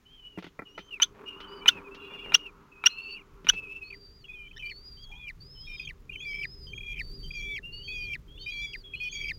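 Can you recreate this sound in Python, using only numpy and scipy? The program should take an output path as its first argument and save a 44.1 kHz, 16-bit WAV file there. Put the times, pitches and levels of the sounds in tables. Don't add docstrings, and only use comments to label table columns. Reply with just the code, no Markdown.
import sys
import numpy as np
from scipy import signal
from scipy.fft import rfft, irfft, next_fast_len
from scipy.io import wavfile
from scipy.ndimage import uniform_filter1d, map_coordinates

SR = 44100
rng = np.random.default_rng(int(sys.argv[2]) if len(sys.argv) > 2 else 0)


def put_to_file(sound):
    columns = np.atleast_2d(sound).T
    safe = np.clip(columns, -1, 1)
    whole_steps = np.round(safe * 32767)
    wavfile.write(sys.argv[1], SR, whole_steps.astype(np.int16))


N = 413658
T = np.arange(N) / SR

# end in seconds, moment of the break in seconds, hoarseness there 0-1, closing squeak in dB.
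SQUEALS = [(4.51, 4.5, 0.4, -66), (4.694, 4.6, 0.56, -39.5), (5.28, 5.19, 0.38, -36.5),
           (5.884, 5.8, 0.63, -37.5), (6.428, 6.43, 0.52, -29), (6.988, 6.96, 0.56, -29.5),
           (7.561, 7.36, 0.43, -32.5), (8.132, 8.06, 0.37, -32), (8.731, 8.53, 0.2, -33.5),
           (9.29, 9.25, 0.34, -28.5)]
# time in seconds, pitch in Hz.
UPPER_PITCHES = [
    [(4.246, 3250), (4.344, 3480), (4.358, 3140), (4.444, 3010), (4.49, 3140)],
    [(4.53, 3110), (4.646, 2990), (4.696, 3040)],
    [(4.971, 3100), (5.013, 3270), (5.117, 3315), (5.139, 3080), (5.187, 3460), (5.255, 3280), (5.28, 2860)],
    [(5.551, 3220), (5.57, 2970), (5.673, 3370), (5.701, 3030), (5.79, 3220), (5.875, 3190)],
    [(6.13, 3150), (6.176, 3000), (6.232, 3440), (6.34, 3120), (6.385, 3240), (6.42, 3140)],
    [(6.669, 3120), (6.725, 3138), (6.771, 3260), (6.917, 3300), (6.98, 3060)],
    [(7.23, 3150), (7.27, 3085), (7.305, 3270), (7.42, 3280), (7.53, 3480), (7.562, 3270)],
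    [(7.834, 3100), (7.928, 3405), (8.026, 3110), (8.082, 3220), (8.134, 3184)],
    [(8.387, 3160), (8.487, 3050), (8.521, 3340), (8.6, 3270), (8.623, 3420), (8.732, 3310)],
    [(9.03, 3200), (9.066, 3010), (9.11, 3160), (9.195, 3375), (9.238, 3190), (9.285, 3230)],
]
# time in seconds, level in dB.
UPPER_LEVELS = [
    [(4.26, -63), (4.488, -57), (4.5, -58)],
    [(4.53, -50), (4.538, -57), (4.69, -48)],
    [(4.97, -64), (4.976, -55), (5.26, -56)],
    [(5.55, -58), (5.83, -56.5), (5.87, -48)],
    [(6.14, -46.5), (6.264, -51), (6.41, -50.5)],
    [(6.675, -46.5), (6.795, -52.5), (6.98, -49)],
    [(7.235, -48.5), (7.317, -54.5), (7.55, -45.5)],
    [(7.84, -49), (8.102, -50.5), (8.125, -43.5)],
    [(8.39, -49.5), (8.696, -44), (8.72, -50.5)],
    [(9.03, -49.5), (9.234, -43), (9.28, -48)],
]
# start in seconds, end in seconds, pitch in Hz, glide in Hz,
# level in dB, swell in dB, closing fall in seconds, rattle 0-1.
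LOWER_NOTES = [(4.283, 4.32, 2490, -39, -45, 0, 0.0049, 0.28),
               (4.332, 4.477, 2430, -130, -48, -7, .006, 0.18),
               (4.592, 4.629, 2560, -100, -43.5, -4, .004, 0.37),
               (4.625, 4.708, 2382, -26, -39, -4, 0.028, 0.27),
               (5.116, 5.192, 2430, 70, -51, -17, 0.0045, 0.38),
               (5.193, 5.285, 2420, -110, -45.5, 9, 0.014, 0.29),
               (5.67, 5.762, 2420, -47, -42.5, -1, 0.0037, 0.28),
               (5.791, 5.85, 2490, -3, -44.5, -3, .004, 0.6),
               (6.219, 6.256, 2450, -80, -42.5, 7, 0.0024, 0.24),
               (6.253, 6.332, 2315, -110, -36, 1.5, 0.005, 0),
               (6.333, 6.427, 2314, -6, -36.5, -2, 0.028, 0.39),
               (6.845, 6.932, 2404, -31, -40.5, 8, .004, 0.25),
               (6.929, 6.992, 2380, -40, -43, 8, 0.018, 0.8),
               (7.349, 7.416, 2370, -100, -38, 3.5, 0.004, 0.1),
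               (7.422, 7.56, 2320, -110, -37, 7, .016, 0.1),
               (7.878, 8.09, 2466, -130, -38.5, 0.5, 0.0067, 0.13),
               (8.097, 8.135, 2368, -47, -35, 4.5, 0.0085, 0.08),
               (8.461, 8.507, 2430, 43, -36, -3, 0.0056, 0.17),
               (8.532, 8.658, 2347, -30, -37, 6, 0.0056, 0.09),
               (8.655, 8.721, 2280, -28.5, -51.5, -8, 0.0055, 0.3),
               (9.001, 9.086, 2470, -9, -34.5, -0.5, 0.0038, 0.14),
               (9.142, 9.29, 2310, -27, -38.5, 4.5, 0.015, 0.46)]
# frequency in Hz, gain in dB.
GAPE = [(4000, -4), (4800, 0), (5250, -12), (5600, 5), (6050, -13), (6550, 4.5), (7000, -11), (8000, -8)]
# time in seconds, level in dB.
STUTTERS = [(4.51, -49), (5.795, -41), (5.871, -39), (6.093, -38.5), (6.1185, -46.5), (6.154, -38),
            (6.202, -43), (6.731, -39), (6.776, -40.5), (6.805, -41), (6.8302, -43), (6.9388, -43),
            (6.972, -47), (7.305, -38.5), (7.3345, -44), (7.882, -43), (8.519, -39.5), (8.9347, -35),
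            (8.945, -35.5), (9.124, -41), (9.241, -39)]
# level in dB, then a pitch curve of points in seconds and Hz.
WHISTLES = [(-77, [(.68, 5600), (.71, 5600), (.74, 5840), (.82, 6000), (.87, 6380)]), (-57.5, [(2.01, 2686),
            (2.045, 2470), (2.08, 2640), (2.115, 2330), (2.16, 2640), (2.19, 2236), (2.225, 2620),
            (2.255, 2340)]), (-59.5, [(5.65, 3700), (5.69, 3750), (5.745, 3640), (5.77, 3780),
            (5.805, 3430), (5.84, 3670), (5.865, 3490)]), (-60, [(3.83, 4220), (3.97, 4760), (4.1, 4670),
            (4.17, 4860), (4.205, 4710)]), (-54, [(4.648, 4340), (4.68, 4700), (4.73, 4340), (4.83, 4720),
            (4.87, 4890), (4.98, 4640), (5.025, 4830)]), (-56.5, [(5.4, 4470), (5.45, 4840), (5.54, 5240),
            (5.63, 5050), (5.7, 5460), (5.76, 5070), (5.83, 4880)]), (-57.5, [(6.24, 4300), (6.27, 4880),
            (6.37, 5230), (6.46, 4830), (6.52, 5160), (6.68, 4890)]), (-53, [(7.008, 4340), (7.03, 4600),
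            (7.1, 4560), (7.16, 4880), (7.2, 4570), (7.34, 4810), (7.375, 4630)]), (-52.5, [(7.72, 4390),
            (7.82, 4610), (7.9, 4450), (7.98, 4800), (8.045, 4640)]), (-55, [(8.39, 4290), (8.48, 4840),
            (8.565, 4520), (8.62, 4830), (8.797, 4765)]), (-60, [(8.94, 4100), (9.04, 4410), (9.1, 4400)]),
            (-51, [(9.118, 4500), (9.135, 4740), (9.17, 4530), (9.284, 4880)]), (-56, [(9.325, 4930),
            (9.375, 4770)])]
# start in seconds, end in seconds, pitch in Hz, glide in Hz, arch in Hz,
# level in dB, closing fall in seconds, roughness 0-1.
WHINES = [(0.052, .23, 2983, 6, 181.5, -60, 0.011, 0.3), (1.611, 1.652, 2330, 40, 0.5, -53, .005, 0.1),
          (4.24, 4.245, 3040, -200, -0.5, -49.5, 0.021, 0.42),
          (0.226, 0.347, 2900, -40, 50, -54, 0.071, 0.24), (0.65, .76, 2994, 3, -150, -55.5, 0.0057, 0.25),
          (0.758, 0.891, 3080, 68, 2, -62, 0.016, 0.3), (0.905, 0.941, 2815, -250, 33.5, -44.5, 0.055, 0.3),
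          (1.249, 1.456, 2985, 202, -150, -51, 0.011, 0.48), (1.462, 1.64, 2970, 7, 1.5, -57.5, 0.01, 0.2),
          (1.477, 1.591, 4680, 0, 111, -63, 0.029, 0.3), (1.69, 1.786, 2645, -320, 6, -47.5, 0.034, 0.4),
          (1.836, 1.881, 2526, -140, 4, -52.5, 0.0075, 0.1), (1.91, 1.942, 2650, 43, 9, -49, 0.012, 0.2),
          (1.961, 2.442, 2830, 59.5, -27, -51.5, 0.077, 0.42),
          (1.99, 2.235, 3380, 60, 7.5, -65.5, 0.028, 0.36), (2.007, 2.07, 3900, 50, 70, -68.5, .02, 0.35),
          (2.716, 2.844, 2630, 1, -100, -58, 0.033, 0.25), (2.892, 3.161, 2623, 78, 35.5, -47.5, 0.047, 0),
          (2.88, 3.191, 2853, -1.5, -88.5, -50.5, 0.039, 0.5),
          (2.894, 3.155, 4320, 498, 41, -58, .01, 0.32),
          (3.503, 3.673, 2572, -100, 61, -43.5, 0.0073, 0.26),
          (3.676, 3.793, 2630, 147.5, 21.5, -50, 0.01, 0.36),
          (3.805, 3.882, 2550, -61.5, 4, -44.5, 0.0092, 0.2),
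          (3.9, 3.921, 2530, -84, 2, -44.5, 0.038, 0.53), (6.105, 6.134, 2760, -2, 40, -47.5, 0.023, 0.03),
          (7.626, 7.822, 2830, 177, -1, -47, .01, 0.12),
          (8.278, 8.584, 3670, 1100.5, -10, -59, 0.088, 0.23),
          (8.375, 8.381, 2730, 269, 1, -44, .005, 0.16), (8.833, 9.159, 3400, 137, -86.5, -55, 0.063, 0.26),
          (8.954, 9.02, 3000, 282, -3, -52.5, .01, 0.4), (9.11, 9.15, 6510, 338, 4, -50.5, 0.018, 0.24)]
# start in seconds, level in dB, pitch in Hz, octave in dB, croak in dB,
# clear part in seconds, fade in seconds, closing whistle in dB.
CHIPS = [(1.0194, -8.5, 3042, -5, -29, 0.013, 0.0055, -14.5),
         (1.68, -1, 2982, -15.5, -18, 0.0087, 0.0034, -46.5),
         (2.343, -2.5, 2825, -9, -20.5, 0.0087, 0.0021, -23),
         (2.8592, -4.5, 2823, -7, -15.5, 0.011, 0.0021, -25.5),
         (3.488, -5.5, 2943, -5, -13, 0.011, 0.0025, -39)]
# time in seconds, level in dB.
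CLICKS = [(1.0, -14.5), (1.659, -8), (2.321, -13.5), (2.839, -11), (3.469, -11)]
# frequency in Hz, width in Hz, level in dB.
BEAK = [(980, 190, -2), (1350, 110, -0.5), (2410, 220, 5.5), (3860, 160, -8.5)]
# time in seconds, level in dB, thud in dB, scratch in dB.
KNOCKS = [(0.375, -39.5, -21.5, -22), (0.385, -36.5, -36, -7.5), (0.425, -37, -54, -6.5),
          (0.443, -37.5, -33, -4), (0.466, -42, -33, -3.5), (0.591, -28.5, -38, -54),
          (0.62, -37.5, -34, -45), (0.778, -32, -74, -8.5), (0.789, -37, -37, -5), (1.404, -42.5, -50, 2.5),
          (1.947, -55, -25, 13), (3.446, -49, -22.5, 4.5), (3.535, -41, -31, 0.5)]
# frequency in Hz, width in Hz, level in dB.
BOARD = [(178, 21, -7), (286.5, 68, -0.5), (432, 280, -2), (698, 300, 1.5), (1160, 76, -12),
         (1335, 69, -7.5), (1980, 164, -3), (2390, 100, -11.5)]
# start in seconds, length in seconds, level in dB.
SCUFFLES = [(1.13, 0.14, -51.5), (1.444, 0.26, -67), (1.714, 0.12, -49.5), (2.066, 0.13, -51.5),
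            (2.21, 0.18, -47)]
# start in seconds, length in seconds, pitch in Hz, glide in Hz, level in dB.
RUB = (5.075, 0.14, 850, 220, -60)
# time in seconds, level in dB.
RUMBLE_LEVEL = [(0.0, -64.5), (2.22, -57.5), (3.13, -62), (3.53, -49), (3.79, -55.5), (7.5, -45.5),
                (8.88, -52), (9.12, -49.5), (9.38, -41.5)]
# time in seconds, rustle in dB, hollow note in dB.
RUSTLE_LEVEL = [(0, -79, -85), (.94, -64.5, -63.5), (1.541, -48, -56.5), (2.271, -57, -59),
                (2.48, -59, -67.5), (3.68, -60.5, -67), (4.02, -72.5, -69.5), (4.729, -72, -77),
                (7.312, -73.5, -68), (9.38, -73.5, -73)]
# frequency in Hz, level in dB.
RUMBLE = [(13, -33), (22, 6), (38, 1.5), (92, -9), (151, -7.5), (195, -20), (330, -25), (520, -31),
          (700, -51.5), (2000, -100)]
# frequency in Hz, level in dB.
RUSTLE = [(130, -15.5), (190, 9.5), (420, -4.5), (650, -15.5), (950, 7.5), (1370, 5.5), (1800, -9),
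          (2600, -10), (8000, -50)]
# frequency in Hz, level in dB.
HISS = [(200, 10), (600, -5), (2000, -5.5), (4000, -11.5), (7000, -14), (8000, -23.5), (16000, -20.5)]
# frequency in Hz, level in dB.
WHINE_RASP = [(1800, -32.5), (2500, 11.5), (3300, -5.0), (4000, -14.5), (6000, -19.5), (8000, -45.5)]
WHISTLE_HAZE = [(3000, -13.0), (4300, -6.0), (5200, -12.0), (6000, -25)]
CHIP_AIR = [(900, -10.5), (1500, -6.5), (2200, 0.0), (3400, -1.5), (4200, -6.5), (6300, -5.5),
            (7500, -21), (12000, -22.0)]
CLAW = [(1200, 0.0), (3000, 15.0), (6500, -6.5), (8000, -44.5)]
GRAINS = [(180, 11), (300, -1), (400, 8), (600, 2), (1000, 3.5), (2500, -7.5), (7000, -41)]
HOLLOW = [(150, -27.0), (255, -15.5), (295, -1.5), (340, -22.5), (370, -6.5), (394, 5.5), (430, -7),
          (700, -27.0), (3000, -61.5)]

ATTACK_S, WHINE_ATTACK_S, CHIP_ATTACK_S = 0.0017, .012, 0.0013
WHISTLE_FALL_S, UPPER_FALL_S = 0.039, 0.021
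WHINE_DB, WHISTLE_DB, UPPER_DB, LOWER_DB = 1.5, 2.5, 0.5, -1
EFFORT_DB, EFFORT_PER_S = 3.5, 43
BREAK_S = 0.15
CLEAR_ROUGH = .14
RATTLE_HZ = 67.6
FALL_HZ_PER_S, FALL_HZ_PER_S2, MAX_FALL_HZ = 9000, 350000, 860
TOP_HZ = 15900


def squealing():
    upper, lower = np.zeros((2, N), complex)
    for curve, levels, (end, breaks, hoarse, _) in zip(UPPER_PITCHES, UPPER_LEVELS, SQUEALS):
        s, hz = np.transpose(curve)
        t = T[int(s[0] * SR):int((end + UPPER_FALL_S) * SR)]
        near_break = np.exp(-((t - breaks) / BREAK_S) ** 2)
        rough = np.clip(CLEAR_ROUGH + (hoarse - CLEAR_ROUGH) * near_break, 0, 1)
        level = np.interp(t, *np.transpose(levels)) + UPPER_DB
        voice = syrinx(t, end, np.interp(t, s, hz), level, jitter=.001 + .028 * rough,
                       shimmer=.08 + .7 * rough, uneven=.5)
        add(upper, s[0], voice * stalls(len(t), .7 * rough))
    for start, end, hz, glide_hz, db, swell_db, fall_s, rattle in LOWER_NOTES:
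        t, u, pitch = contour(start, end, fall_s, hz, glide_hz, 0)
        level = db + LOWER_DB + swell_db * (u - .5)
        voice = syrinx(t, end, pitch, level, jitter=.0015 + .016 * rattle,
                       shimmer=.03 + .5 * rattle, uneven=.2 + rattle)
        add(lower, start, voice * stalls(len(t), rattle))
    gape = undb(3.5 * wander(N, 16))
    mixed = undb(-19.5) * overtone(upper, upper)
    mixed += undb(-26.5) * overtone(upper, lower)
    mixed += undb(-33.5) * overtone(lower, lower)
    return upper.imag + lower.imag + gape * colour(mixed, GAPE)


def stutters(pip_hz=2450, length_s=0.014):
    out, n = np.zeros(N), int(length_s * SR)
    for s, db in STUTTERS:
        phase = turn(pip_hz * (1 + .03 * wander(n, 400)))
        add(out, s - .001, undb(db + 5.5) * np.hanning(n) * np.sin(phase))
    return out


def squeaks():
    out = np.zeros(N)
    for end, *_, db in SQUEALS:
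        falling = squeak(start_hz=2890, end_hz=1700, length_s=0.033, overtone_db=-17.5)
        add(out, end, undb(db - 2.5) * falling)
    rising = squeak(start_hz=1710, end_hz=1924, length_s=0.0239, overtone_db=-3.5)
    add(out, 4.562, undb(-46.0) * rising)
    return out


def whistling():
    tones, air = np.zeros((2, N))
    for db, curve in WHISTLES:
        s, hz = np.transpose(curve)
        t = np.arange(int(s[0] * SR), int((s[-1] + WHISTLE_FALL_S) * SR)) / SR
        voice = syrinx(t, s[-1], np.interp(t, s, hz), db + WHISTLE_DB, jitter=.004, shimmer=.13,
                       uneven=.6, attack_s=WHINE_ATTACK_S)
        add(tones, s[0], voice.imag)
        add(air, s[0], np.abs(voice))
    return tones + undb(-24.5) * air * noise(N, WHISTLE_HAZE)


def whining():
    tones, octaves, air = np.zeros((3, N))
    for start, end, hz, glide_hz, arch_hz, db, fall_s, rough in WHINES:
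        t, _, pitch = contour(start, end, fall_s, hz, glide_hz, arch_hz)
        voice = syrinx(t, end, pitch, db + WHINE_DB, jitter=0.035 * rough, shimmer=rough,
                       attack_s=min(WHINE_ATTACK_S, end - start))
        add(tones, start, voice.imag)
        add(octaves, start, overtone(voice, voice))
        add(air, start, rough * np.abs(voice))
    octaves = signal.sosfilt(signal.butter(3, 5400, "high", fs=SR, output="sos"), octaves)
    rasp = air * noise(N, WHINE_RASP)
    return tones + undb(-36.5) * octaves + undb(-11.5) * rasp


def chips(leap_hz=3400, croak_hz=1450, whistle_hz=6150, rise_hz=110):
    out, t = np.zeros(N), T[:int(.15 * SR)]
    for s, db, hz, octave_db, croak_db, clear_s, fade_s, whistle_db in CHIPS:
        after = np.maximum(t - clear_s, 0)
        broken = 1 - np.exp(-after / 0.001)
        size = (1 - np.exp(-t / CHIP_ATTACK_S)) * np.exp(-after / fade_s)
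        pitch = hz + rise_hz * (np.minimum(t / clear_s, 1) - .5) + (leap_hz - hz) * broken
        phase = turn(pitch * (1 + (0.0066 + 0.054 * broken) * wander(len(t), 1200)))
        flutter = 1 + (.09 + .6 * broken) * wander(len(t), 700)
        octave = undb(octave_db + 2.5) * (1 - broken) * np.sin(2 * phase)
        tone = flutter * (np.sin(phase) + octave)
        croak_phase = turn(croak_hz * (1 + 0.076 * wander(len(t), 900)))
        croak = undb(croak_db + 13.0) * (0.087 + broken) * np.sin(croak_phase)
        air = noise(len(t), CHIP_AIR)
        whistle_size = undb(whistle_db) * np.exp(-((t - clear_s - .011) / 0.0045) ** 2)
        whistle = whistle_size * np.sin(2 * np.pi * whistle_hz * t)
        rasp = (undb(-17) * size + undb(-34.0) * np.exp(-t / 0.02)) * air
        add(out, s, undb(db - 5.5) * (size * (tone + croak) + whistle + rasp))
        lead = T[:int(.008 * SR)]
        onset = np.sin(turn(np.full(len(lead), hz))) + 0.44 * air[:len(lead)]
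        add(out, s - .008, undb(db - 24.5) * lead / lead[-1] * onset)
    return out


def knocks():
    out = np.zeros(N)
    for s, db in CLICKS:
        add(out, s, undb(db - 8.0) * ring(contact(decay_s=0.01, grit=0.059), BEAK))
    for s, db, thud_db, scratch_db in KNOCKS:
        push = contact(decay_s=0.0068, grit=0.14)
        thud = undb(thud_db + 30.0) * ring(push, [m for m in BOARD if m[0] < 500])
        rap = ring(push, [m for m in BOARD if m[0] >= 500])
        claw = noise(len(push), CLAW) * np.exp(-T[:len(push)] / 0.016)
        add(out, s, undb(db + 1.5) * (thud + rap + undb(scratch_db - 7.5) * claw))
    return out


def scuffles(grains_per_s=900):
    swell = np.zeros(N)
    for s, length_s, db in SCUFFLES:
        add(swell, s, undb(db) * np.hanning(int(length_s * SR)) ** .5)
    grains = rng.standard_normal(N) * (rng.random(N) < grains_per_s / SR)
    return swell * unit(colour(grains, GRAINS))


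def rubbing():
    s, length_s, hz, glide_hz, db = RUB
    out, n = np.zeros(N), int(length_s * SR)
    tone = np.sin(turn(hz + glide_hz * np.linspace(-.5, .5, n)))
    add(out, s, undb(db) * signal.windows.tukey(n) * wander(n, 220) * tone)
    return out


def background():
    s, *columns = np.transpose(RUSTLE_LEVEL)
    rustle_db, hollow_db = (np.interp(T, s, c) for c in columns)
    rumble_db = np.interp(T, *np.transpose(RUMBLE_LEVEL))
    rumble = undb(rumble_db + 1.0 + 1.0 * wander(N, 14)) * lumpy(noise(N, RUMBLE))
    hollow = undb(hollow_db + 5.5 + 3.5 * wander(N, 8)) * noise(N, HOLLOW)
    litter, rustle = noise(N, RUSTLE), 0
    edges = np.geomspace(100, 8000, 7)
    for band in zip(edges, edges[1:]):
        patch = undb(2.2 * wander(N, 14))
        rustle = rustle + patch * bandpass(litter, band)
    rustle = undb(rustle_db - 2.0 + 0.94 * wander(N, 150)) * unit(rustle)
    return rumble + hollow + rustle + undb(-67.5) * noise(N, HISS)


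def lumpy(x):
    edges = np.geomspace(15, 700, 10)
    return unit(sum(undb(3.5 * wander(N, 9)) * bandpass(x, band) for band in zip(edges, edges[1:])))


def syrinx(t, end, hz, db, jitter, shimmer, uneven=1, attack_s=ATTACK_S):
    n, after = len(t), np.maximum(t - end, 0)
    size = undb(db) * np.minimum((t - t[0]) / attack_s, 1) * (1 - (after / after[-1]) ** 2) ** 2
    fall = FALL_HZ_PER_S * after + FALL_HZ_PER_S2 * after ** 2
    fall = fall * min(1, MAX_FALL_HZ / fall[-1])
    unsteady = .006 * uneven * wander(n, 45) + jitter * wander(n, 700)
    flutter = np.maximum(1 + shimmer * (.8 * wander(n, 130) + .45 * wander(n, 500)), 0)
    effort = undb(EFFORT_DB * uneven * wander(n, EFFORT_PER_S))
    tone = np.exp(1j * turn((hz - fall) * (1 + unsteady)))
    return np.sqrt(2) * size * effort * flutter * tone


def overtone(a, b, full_db=-42):
    product = a * b / undb(2 * full_db)
    return undb(full_db) * product.imag / (np.abs(product) + 1e-9) ** .25


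def stalls(n, rattle):
    phase = turn(RATTLE_HZ * (1 + .25 * wander(n, 40)))
    stall = .5 + .5 * np.tanh(3 * np.sin(phase) - 1)
    return np.maximum(1 + rattle * (.5 - 2 * stall), 0)


def contour(start, end, fall_s, hz, glide_hz, arch_hz):
    t = np.arange(int(start * SR), int((end + max(fall_s, .002)) * SR)) / SR
    u = np.clip((t - start) / (end - start), 0, 1)
    return t, u, hz + glide_hz * (u - .5) + arch_hz * np.sin(np.pi * u)


def squeak(start_hz, end_hz, length_s, overtone_db):
    n = int(length_s * SR)
    phase = turn(np.linspace(start_hz, end_hz, n) * (1 + 0.031 * wander(n, 706)))
    throb = 1 + 0.5 * np.sin(turn(np.full(n, 115)) + rng.uniform(0, 2 * np.pi))
    tone = np.sin(phase) + undb(overtone_db) * np.sin(2 * phase) + undb(2 * overtone_db) * np.sin(3 * phase)
    return signal.windows.tukey(n, .35) * throb * tone


def contact(decay_s, grit):
    t = T[:int(.12 * SR)]
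    return signal.unit_impulse(len(t)) + grit * rng.standard_normal(len(t)) * np.exp(-t / decay_s)


def ring(push, modes):
    t = T[:len(push)]
    body = np.zeros(len(t))
    for k, (hz, width, db) in enumerate(modes):
        body += (-1) ** k * undb(db) * np.exp(-np.pi * width * t) * np.sin(2 * np.pi * hz * t)
    y = signal.fftconvolve(push, body)[:len(t)]
    return y / np.abs(y).max()


def undb(db):
    return 10 ** (np.asarray(db) / 20)


def unit(x):
    return x / np.sqrt(np.mean(x ** 2))


def add(out, s, x):
    i = max(int(s * SR), 0)
    out[i:i + len(x)] += x[:max(len(out) - i, 0)]


def wander(n, hz):
    at = np.arange(n) * hz / SR
    return map_coordinates(rng.standard_normal(4096), [at + 2], order=2, mode="wrap")


def turn(hz):
    return 2 * np.pi * np.cumsum(hz) / SR


def bandpass(x, band):
    return signal.sosfilt(signal.butter(1, band, "band", fs=SR, output="sos"), x)


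def noise(n, points):
    return unit(colour(rng.standard_normal(n), points))


def colour(x, points):
    hz, db = np.transpose(points)
    size = next_fast_len(len(x))
    f = np.maximum(np.fft.rfftfreq(size, 1 / SR), 1)
    gain = undb(np.interp(np.log(f), np.log(hz), db)) * np.minimum(f / hz[0], 1) ** 2
    return irfft(rfft(x, size) * gain, size)[:len(x)]


def scene():
    voices = squealing() + stutters() + squeaks() + whistling() + whining() + chips()
    near = voices + knocks() + scuffles() + rubbing()
    t = T[:int(.1 * SR)]
    decay = np.exp(-t / .003) + undb(-38) * np.exp(-t / .03)
    walls = rng.standard_normal(len(t)) * (t > .001) * decay
    echo = undb(-13) * signal.fftconvolve(near, walls / np.linalg.norm(walls))[:N]
    return (near + echo + background())[None]


def record(dry):
    hiss = undb(-29.0) * uniform_filter1d(np.abs(dry), size=64) * rng.standard_normal(dry.shape)
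    return signal.sosfilt(signal.ellip(10, .2, 70, TOP_HZ, fs=SR, output="sos"), dry + hiss)


dry = scene()
out = record(dry)
put_to_file(out)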